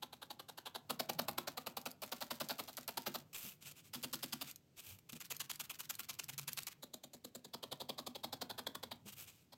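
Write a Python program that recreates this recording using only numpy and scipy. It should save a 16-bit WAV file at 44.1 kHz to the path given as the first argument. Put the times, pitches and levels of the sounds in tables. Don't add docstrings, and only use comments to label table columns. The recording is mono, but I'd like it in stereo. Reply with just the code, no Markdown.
import sys
import numpy as np
from scipy import signal
from scipy.fft import rfft, irfft, next_fast_len
from scipy.io import wavfile
from scipy.ndimage import map_coordinates

SR = 44100
rng = np.random.default_rng(int(sys.argv[2]) if len(sys.argv) > 2 else 0)


def put_to_file(sound):
    columns = np.atleast_2d(sound).T
    safe = np.clip(columns, -1, 1)
    whole_steps = np.round(safe * 32767)
    wavfile.write(sys.argv[1], SR, whole_steps.astype(np.int16))


N = 422037
EVENT_SIZE = 8192
TIME = np.arange(N) / SR
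EVENT_TIME = (np.arange(EVENT_SIZE) - EVENT_SIZE // 2) / SR

# (time [s], length [s], force as a reference level [dB])
STABS = [(0.033, 0.011, -46), (0.135, 0.0087, -52), (0.228, 0.011, -50.5), (0.311, 0.01, -48.0),
         (0.402, 0.0091, -50), (0.495, 0.0091, -50.5), (0.584, 0.0093, -49.5), (0.669, 0.014, -48),
         (0.758, 0.013, -45.0), (0.905, 0.0088, -36.5), (1.002, 0.0079, -36), (1.098, 0.0061, -35),
         (1.195, 0.006, -33), (1.289, 0.0068, -36), (1.385, 0.0059, -35), (1.482, 0.0083, -40),
         (1.58, 0.0075, -41.0), (1.673, 0.0095, -42), (1.777, 0.0083, -40.5), (1.866, 0.0096, -41.5),
         (2.033, 0.014, -45), (2.127, 0.009, -41.5), (2.221, 0.014, -43.5), (2.315, 0.0099, -41),
         (2.412, 0.011, -40), (2.507, 0.016, -41.5), (2.598, 0.015, -44), (2.69, 0.014, -51.0),
         (2.783, 0.0096, -46.5), (2.889, 0.0096, -43.5), (2.979, 0.0066, -38), (3.072, 0.013, -40.5),
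         (3.154, 0.012, -42.5), (3.948, 0.017, -48.5), (4.043, 0.01, -43.5), (4.14, 0.0096, -42),
         (4.237, 0.011, -44), (4.334, 0.0078, -42), (4.421, 0.0092, -44), (5.216, 0.016, -54),
         (5.316, 0.015, -47.0), (5.411, 0.015, -46.5), (5.508, 0.015, -47), (5.609, 0.014, -47.5),
         (5.709, 0.017, -50.5), (5.806, 0.018, -50.5), (5.905, 0.012, -45), (6.002, 0.016, -48.5),
         (6.101, 0.017, -49.5), (6.198, 0.01, -47), (6.296, 0.012, -50.0), (6.39, 0.011, -48),
         (6.487, 0.014, -47), (6.584, 0.015, -46.5), (6.68, 0.014, -50), (6.835, 0.01, -50.0),
         (6.943, 0.007, -49.0), (7.043, 0.0083, -53.0), (7.144, 0.012, -55.5), (7.251, 0.0056, -48.0),
         (7.357, 0.0087, -49.0), (7.452, 0.008, -53), (7.544, 0.0094, -45.5), (7.636, 0.01, -46.0),
         (7.725, 0.01, -44), (7.812, 0.014, -46.5), (7.898, 0.0093, -42), (7.991, 0.013, -46),
         (8.073, 0.0087, -44), (8.159, 0.011, -47.5), (8.245, 0.012, -43), (8.335, 0.01, -44.0),
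         (8.422, 0.0092, -42), (8.507, 0.013, -46.0), (8.591, 0.013, -45.5), (8.673, 0.0061, -40.5),
         (8.755, 0.0061, -43.5), (8.837, 0.0084, -45), (8.921, 0.011, -47), (9.533, 0.011, -57.5)]
# (frequency [Hz], relative level per hertz [dB])
EDGE = [(150, -28), (330, -5), (600, -5.5), (820, 1.5), (1200, -5), (1650, -5.5), (1850, -17), (2300, -17),
        (2900, -8), (4000, -3.5), (5200, -17), (8500, -17.5), (11500, -11.5), (15500, -24)]
SHALLOW = [(150, -23), (330, -2), (450, -7.5), (610, -3.5), (730, -10.5), (1000, -13), (1650, -17.5),
           (2800, -21), (3900, -5.5), (5600, -20.5), (7000, -8.5), (8500, -14), (11000, -12), (15500, -19)]
DEEP = [(150, -30), (330, -1.5), (460, -2), (620, 1), (850, -0.5), (1400, -6.5), (1750, -16), (2850, -17),
        (3300, -5), (4000, -6.5), (5000, -9.5), (5600, -19.5), (11000, -15.5), (15500, -21)]
FLAT = [(150, -39), (330, -5.5), (460, -5.5), (570, 3), (850, 1.5), (1100, -1.5), (1350, 2), (1850, -14.5),
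        (2600, -13), (4400, -10), (6200, -19), (8500, -19), (12000, -14), (15500, -18.5)]
UPRIGHT = [(150, -34), (330, -19), (540, -10), (750, -6.5), (860, -9.5), (1350, -5.5), (1750, -16),
           (2500, -11.5), (3250, -4.5), (4200, -14.5), (4850, -5), (5600, -16), (11000, -10), (15500, -15)]
HELD = [(150, -19), (330, -8.5), (570, -11.5), (900, -5.5), (1400, -0.5), (1850, -8.5), (2500, -3),
        (3250, -4), (4300, -6.5), (7000, -4), (8500, -6), (11000, -2), (15500, -10)]
# (start [s], stab spectrum, squareness of the burst [exponent],
#   scratch, crunch and thud over the force [dB, dB, dB], pull-out level at the usual force [dB],
#   pull-out delay [s], pull-out length [s], chance of a tick on landing and again on leaving [0-1])
GRIPS = [(0, EDGE, 2.1, 2.3, 0.1, -19.5, -70, 0.015, 0.021, 0),
         (.85, FLAT, 1.84, 1.8, -.5, -14, -65, 0.028, 0.022, .35),
         (1.95, FLAT, 2.05, 3, -0.2, -14.5, -61.5, 0.032, .028, .8),
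         (3.5, UPRIGHT, 2, 6.8, -4, -11, -58.5, 0.02, 0.054, .3),
         (5.05, HELD, 6.2, 8.2, -4.5, -24.5, -58.5, .039, 0.011, .7),
         (6.75, SHALLOW, 2.5, 4.1, -1.6, -10.5, -74, 0.027, .013, 0),
         (7.5, DEEP, 2.1, 2.4, -0.35, -12.5, -73, 0.032, 0.017, 0)]
# (time [s], frequency ratio)
CRUNCH_PITCH = [(6.8, 1), (7.5, 0.84), (8.1, 0.89), (8.6, 1.23), (9.5, 1.23)]
# (frequency [Hz], width [Hz], relative level [dB])
TABLE = [(143.5, 16, -6.5), (184, 31, -9.5), (244, 26.4, 4.5), (354.4, 12.4, -4.5)]
# (frequency [Hz], relative level per hertz [dB])
PULL_COLOUR = [(250, -9), (700, -18), (1400, -4), (2000, -3), (3200, -3.5), (4600, -2.5), (6500, -3.5),
               (12000, -5), (16000, -6)]
# (time [s], level [dB])
TICKS = [(1.134, -45.5), (1.218, -44), (1.313, -46), (1.915, -43), (2.488, -38.5), (2.77, -37.5),
         (2.879, -33.5), (4.029, -43), (4.129, -42), (4.156, -41), (4.513, -41.5), (4.56, -44.5),
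         (4.802, -47.5), (5.123, -46), (5.367, -40), (5.558, -41.5), (5.953, -40.5), (6.242, -40),
         (6.38, -37), (6.532, -32.5), (6.633, -39.5), (6.669, -38.5), (6.942, -43)]
# (frequency [Hz], relative level per hertz [dB])
TICK_COLOUR = [(400, -19), (1200, -22), (2000, -12), (2600, -13), (4400, 3), (8000, 3.5), (14000, 5.5),
               (16000, -15)]
# (time [s], half length [s], level [dB], fizz [0-1])
RUBS = [(3.335, 0.0033, -49, 0), (3.356, 0.0097, -44, 0.03), (3.38, 0.014, -50, 1),
        (3.453, 0.055, -50.5, 1), (3.63, 0.012, -55.5, 0), (3.677, 0.02, -49.5, 0),
        (3.717, 0.0056, -52, 0.1), (3.784, 0.02, -57, 0), (3.865, 0.021, -61.5, .1),
        (4.491, 0.021, -51.5, .2), (4.791, 0.015, -51.5, 0), (4.888, 0.048, -55, 0.8),
        (4.991, 0.0038, -60.5, 0.7), (5.098, 0.0048, -47.5, 0), (5.134, 0.0054, -50, 0.1),
        (5.164, 0.0099, -53, 0), (9.085, 0.018, -51, 0), (9.132, 0.008, -53.5, 0.8),
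        (9.206, 0.029, -51, 0.8), (9.289, 0.016, -54.5, 0), (9.347, 0.07, -67.5, 0)]
# (frequency [Hz], relative level per hertz [dB])
RUB_COLOUR = [(180, -13), (400, -11), (900, -10.5), (1280, -7), (1900, -11), (2440, -1), (3100, -2.5),
              (4160, -7), (8640, -3.5), (12700, -6), (16000, -10)]
# (time [s], half length [s], pitch [Hz], level [dB])
BUMPS = [(1.214, 0.085, 166, -59), (3.456, 0.013, 204, -56), (3.673, 0.029, 139, -63),
         (4.037, 0.043, 142, -64), (4.912, 0.037, 98, -60.5), (5.137, 0.0087, 236, -51),
         (5.162, 0.011, 154, -56), (6.423, 0.15, 138, -59.5), (8.796, 0.5, 100, -70.5),
         (9.066, 0.0066, 203, -52)]
# (frequency [Hz], relative level per hertz [dB])
KNOCK = [(60, -17), (130, -2), (300, -1.5), (550, -10), (900, -18), (2000, -44)]
# (frequency [Hz], correlation [0-1])
ALIKE = [(100, 0.98), (700, 0.92), (1200, 0.77), (1900, 0.5), (2600, 1), (4500, 1), (5600, 0.68),
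         (9500, 0.78), (11500, 1), (13000, 0.83), (15000, 1)]
# (frequency [Hz], time to fall by 60 dB [s])
ROOM = [(150, 0.26), (600, 0.39), (3000, 0.21), (8000, 0.1), (16000, 0.14)]
# (frequency [Hz], correlation [0-1])
ROOM_ALIKE = [(150, 1), (350, 0.78), (650, 0.36), (1200, 0.21), (2200, 0.75), (4000, 0.45)]
# (time [s], rumble level before RUMBLE_DB is added [dB])
HANDS = [(0, -72.5), (.6, -73.5), (1.2, -64.5), (1.6, -72), (2.1, -72.5), (2.45, -68.5), (2.75, -72),
         (3.05, -71), (4.3, -70), (4.7, -76), (5.2, -69.5), (6.4, -70.5), (7.1, -75), (7.7, -71.5),
         (8.6, -69.5), (9.57, -75.5)]
# (frequency [Hz], relative level per hertz [dB])
RUMBLE = [(30, -60), (60, -11), (78, -11.5), (95, 0.5), (115, -3), (138, 3), (170, -1.5), (260, -17),
          (500, -32.5)]
# (frequency [Hz], relative level per hertz [dB])
QUIET = [(25, -31), (150, -10), (260, -6.5), (500, -14), (1160, -28), (2500, -26.5), (4400, -29),
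         (6400, -29), (14000, -37), (16000, -45)]
# (frequency [Hz], lead of the left [rad])
PORTS = [(4500, 0), (5400, 0.93), (6200, 0.76), (7400, 0.67), (8700, 1.54), (9700, 2), (10500, 5.5),
         (11300, 5), (13000, 6.5), (14000, 7), (16000, 8.6)]
# (frequency [Hz], gain [dB])
MICROPHONE = [(8500, -.5), (9750, -5), (11000, -2), (13000, -1.2), (15500, 2.5)]

USUAL_FORCE_DB, USUAL_LENGTH_S = -45, 0.01
THUD_DB_PER_DOUBLING, THUD_SCATTER_DB = 4, 2
PULL_DB_PER_FORCE_DB, PULL_SCATTER_DB = 0.29, 1.1
PITCH_SCATTER, COLOUR_SCATTER_DB = 0.026, 1.67
CRUNCH_TOP_HZ = 2000
LANDING_DB, LANDING_SCATTER_DB = -2, 0.5
LANDING_LEAD = 0.97
LEAVING_DB, LEAVING_SCATTER_DB = -48.5, 1
LEAVING_AFTER_S, LEAVING_WITHIN_S = 0.018, 0.03
ROOM_DB = -13.0
RUMBLE_DB, QUIET_DB = 1, -74.5
TOP_HZ = 16100


def needling():
    wool, thuds = np.zeros((2, N)), np.zeros((2, N))
    luck = rng.standard_normal((len(STABS), 2))
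    for (s, length, force_db), (thud_luck, pull_luck) in zip(STABS, luck):
        colour, squareness, scratch_db, crunch_db, thud_db, pull_db, pull_delay, pull_length, _ = grip_at(s)
        depth_db = THUD_DB_PER_DOUBLING * np.log2(length / USUAL_LENGTH_S)
        thud_db += force_db + depth_db + THUD_SCATTER_DB * thud_luck
        pull_db += PULL_DB_PER_FORCE_DB * (force_db - USUAL_FORCE_DB) + PULL_SCATTER_DB * pull_luck
        spectrum = met_fibres(colour, s)
        add(wool, s, stab(length, force_db + scratch_db, force_db + crunch_db, spectrum, squareness))
        add(wool, s, pull_out(pull_db, pull_delay, pull_length))
        add(thuds, s, thud(length, thud_db))
    return stereo(wool) + thuds


def grip_at(s):
    return [grip[1:] for grip in GRIPS if grip[0] <= s][-1]


def met_fibres(colour, s):
    hz, db = np.transpose(colour)
    firmness = np.where(hz < CRUNCH_TOP_HZ, np.interp(s, *np.transpose(CRUNCH_PITCH)), 1)
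    shifted = hz * firmness * np.exp(PITCH_SCATTER * rng.standard_normal())
    return np.transpose([shifted, db + COLOUR_SCATTER_DB * rng.standard_normal(len(db))])


def stab(length, scratch_db, crunch_db, colour, squareness,
         split_hz=1800, sink_s=0.00654, sink_hz=450, low_hz=290):
    graze = 0.11 * swell(-0.7 * length, 0.0043, 2.4, lean=0)
    contact = np.clip((EVENT_TIME + 0.006 + 0.65 * length) / 0.006, 0, 1)
    tearing = contact * swell(0, 0.65 * length, squareness, lean=0.11)
    catching = fibres(rate=900, spread_db=3.5, size=EVENT_SIZE) * (graze + tearing)
    tear = coloured(catching, colour)

    def above(hz, edge):
        return 1 / (1 + (edge / (hz + 1)) ** 8)

    def crunch_response(hz):
        delay = sink_s / (1 + (hz / sink_hz) ** 2)
        lag = np.exp(-2j * np.pi * np.cumsum(delay) * hz[1])
        return (above(hz, low_hz) - above(hz, split_hz)) * lag

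    scratch = filtered(tear, lambda hz: above(hz, split_hz))
    crunch = filtered(tear, crunch_response)
    crunch = np.array([sized(channel, crunch_db, length) for channel in crunch])
    return sized(scratch, scratch_db, length) + crunch


def thud(length, db):
    push = swell(0.5 * length, 0.0013, 4.9, lean=0) * (1 + 2.7 * rng.standard_normal(EVENT_SIZE))
    slow_push = swell(length, 0.019, 2.6, lean=-0.15) * rng.standard_normal(EVENT_SIZE)
    return sized(filtered(push + 1.05 * slow_push, table), db, 0.034) * np.ones((2, 1))


def table(hz):
    modes = sum((-1) ** k * amp(db) * resonance(hz, centre, width)
                for k, (centre, width, db) in enumerate(TABLE))
    return modes * 1j * hz / (1j * hz + 110)


def resonance(hz, centre, width):
    return 1j * hz * width / (centre * centre - hz * hz + 1j * hz * width)


def pull_out(db, delay, length):
    snaps = (rng.random(EVENT_SIZE) < 160 / SR) * rng.standard_normal((2, EVENT_SIZE))
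    hiss = fibres(rate=490, spread_db=4.0, size=EVENT_SIZE)
    slide = (hiss + 9 * snaps) * swell(delay, length, 3.4, lean=-0.1) * (EVENT_TIME > 0)
    return sized(coloured(slide, PULL_COLOUR), db, 0.063)


def ticks(life=0.0018):
    track = np.zeros((2, N))
    for s, db in TICKS + chance_ticks():
        decay = np.exp(-np.abs(EVENT_TIME) / life) * (EVENT_TIME >= 0)
        snap = rng.standard_normal((2, EVENT_SIZE)) * decay
        add(track, s - 0.0004, sized(coloured(snap, TICK_COLOUR), db, 0.0017))
    return stereo(track)


def chance_ticks():
    touches = []
    for s, length, force_db in STABS:
        (lands, leaves, when), (land_luck, leave_luck) = rng.random(3), rng.standard_normal(2)
        chance = grip_at(s)[-1]
        if lands < chance:
            landing_db = force_db + LANDING_DB + LANDING_SCATTER_DB * land_luck
            touches.append((s - LANDING_LEAD * length, landing_db))
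        if leaves < chance:
            leaving_s = s + LEAVING_AFTER_S + LEAVING_WITHIN_S * when
            touches.append((leaving_s, LEAVING_DB + LEAVING_SCATTER_DB * leave_luck))
    return touches


def rubbing(bright_hz=11000):
    moves = np.array([amp(db) * stroke(s, half_length) for s, half_length, db, _ in RUBS])
    level = np.linalg.norm(moves, axis=0)
    briskness = np.linalg.norm(moves * np.array(RUBS)[:, -1:], axis=0)
    grain = unit(stereo(coloured(fibres(rate=600, spread_db=2.5, size=N), RUB_COLOUR)))
    fizz = filtered(grain, lambda hz: 1 / (1 + (bright_hz / (hz + 1)) ** 12))
    return level * grain + briskness * fizz


def bumps(width_hz=16, knock_s=0.011):
    track = np.zeros(N)
    for s, half_length, pitch_hz, db in BUMPS:
        press = stroke(s, half_length)
        push = press * rng.standard_normal(N)
        hum = filtered(push, lambda hz: resonance(hz, pitch_hz, width_hz) * resonance(hz, pitch_hz, pitch_hz))
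        knock = np.clip(knock_s / half_length, 0, 1) * unit(coloured(push, KNOCK))
        track += amp(db) * unit(unit(hum) + knock) * np.sqrt(np.mean(press ** 2))
    return track


def stroke(s, half_length):
    return np.exp(-0.5 * np.minimum(np.abs((TIME - s) / half_length), 6) ** 2.66)


def room(x, size=8192):
    wet = np.zeros((2, N + SR))
    for start in range(0, N, size):
        block = x[:, start:start + size].mean(axis=0)[None]
        answer = signal.fftconvolve(block, room_tail(), axes=1)
        wet[:, start:start + answer.shape[1]] += answer
    return wet[:, :N]


def room_tail():
    hz, t, z = signal.stft(rng.standard_normal((2, SR // 3)), SR, nperseg=256)
    decay = amp(-60 * t / along(ROOM, hz)[:, None])
    tail = stereo(signal.istft(z * decay, SR, nperseg=256)[1], ROOM_ALIKE)
    return np.pad(tail / np.linalg.norm(tail[0]), ((0, 0), (SR // 200, 0)))


def background():
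    def noise(colour):
        return unit(stereo(coloured(rng.standard_normal((2, N)), colour)))

    rumble = amp(RUMBLE_DB + np.interp(TIME, *np.transpose(HANDS))) * noise(RUMBLE)
    return rumble + amp(QUIET_DB) * noise(QUIET)


def fibres(rate, spread_db, size):
    return unit(amp(spread_db * wobble(rate, size)) * rng.standard_normal((2, size)))


def wobble(rate, size):
    return map_coordinates(rng.standard_normal(size // 8), [np.arange(size) * rate / SR], mode="wrap")


def swell(centre, length, squareness, lean):
    u = EVENT_TIME - centre
    side_length = length * (1 - np.clip(lean, -0.8, 0.8) * np.sign(u))
    return np.exp(-0.5 * np.abs(u / side_length) ** squareness)


def amp(db):
    return 10 ** (np.asarray(db) / 20)


def unit(x):
    return x / np.sqrt(np.mean(x ** 2) + 1e-30)


def sized(x, db, length):
    return unit(x) * amp(db) * np.sqrt(length * SR / EVENT_SIZE)


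def add(track, s, event):
    at = round(s * SR) - EVENT_SIZE // 2 + np.arange(EVENT_SIZE)
    inside = (at >= 0) & (at < N)
    track[:, at[inside]] += event[:, inside]


def along(points, hz):
    f, v = np.transpose(points)
    return np.interp(np.log(hz + 1), np.log(f + 1), v)


def filtered(x, response):
    n = x.shape[-1]
    m = next_fast_len(n + EVENT_SIZE)
    return irfft(rfft(x, m) * response(np.fft.rfftfreq(m, 1 / SR)), m)[..., :n]


def coloured(x, points):
    return filtered(x, lambda hz: amp(along(points, hz)))


def stereo(pair, alike=ALIKE):
    def mid_side(hz):
        turn = np.arccos(np.clip(along(alike, hz), -1, 1)) / 2
        return np.array([np.cos(turn), np.sin(turn)])

    mid, side = filtered(pair, mid_side)
    return np.array([mid + side, mid - side])


def scene():
    work = needling() + ticks() + rubbing()
    return work + amp(ROOM_DB) * room(work) + bumps() + background()


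def record(dry):
    def response(hz):
        ports = np.exp(0.5j * np.outer([1, -1], along(PORTS, hz)))
        return ports * amp(along(MICROPHONE, hz)) * (hz < TOP_HZ)

    return filtered(dry, response)


dry = scene()
out = record(dry)
put_to_file(out)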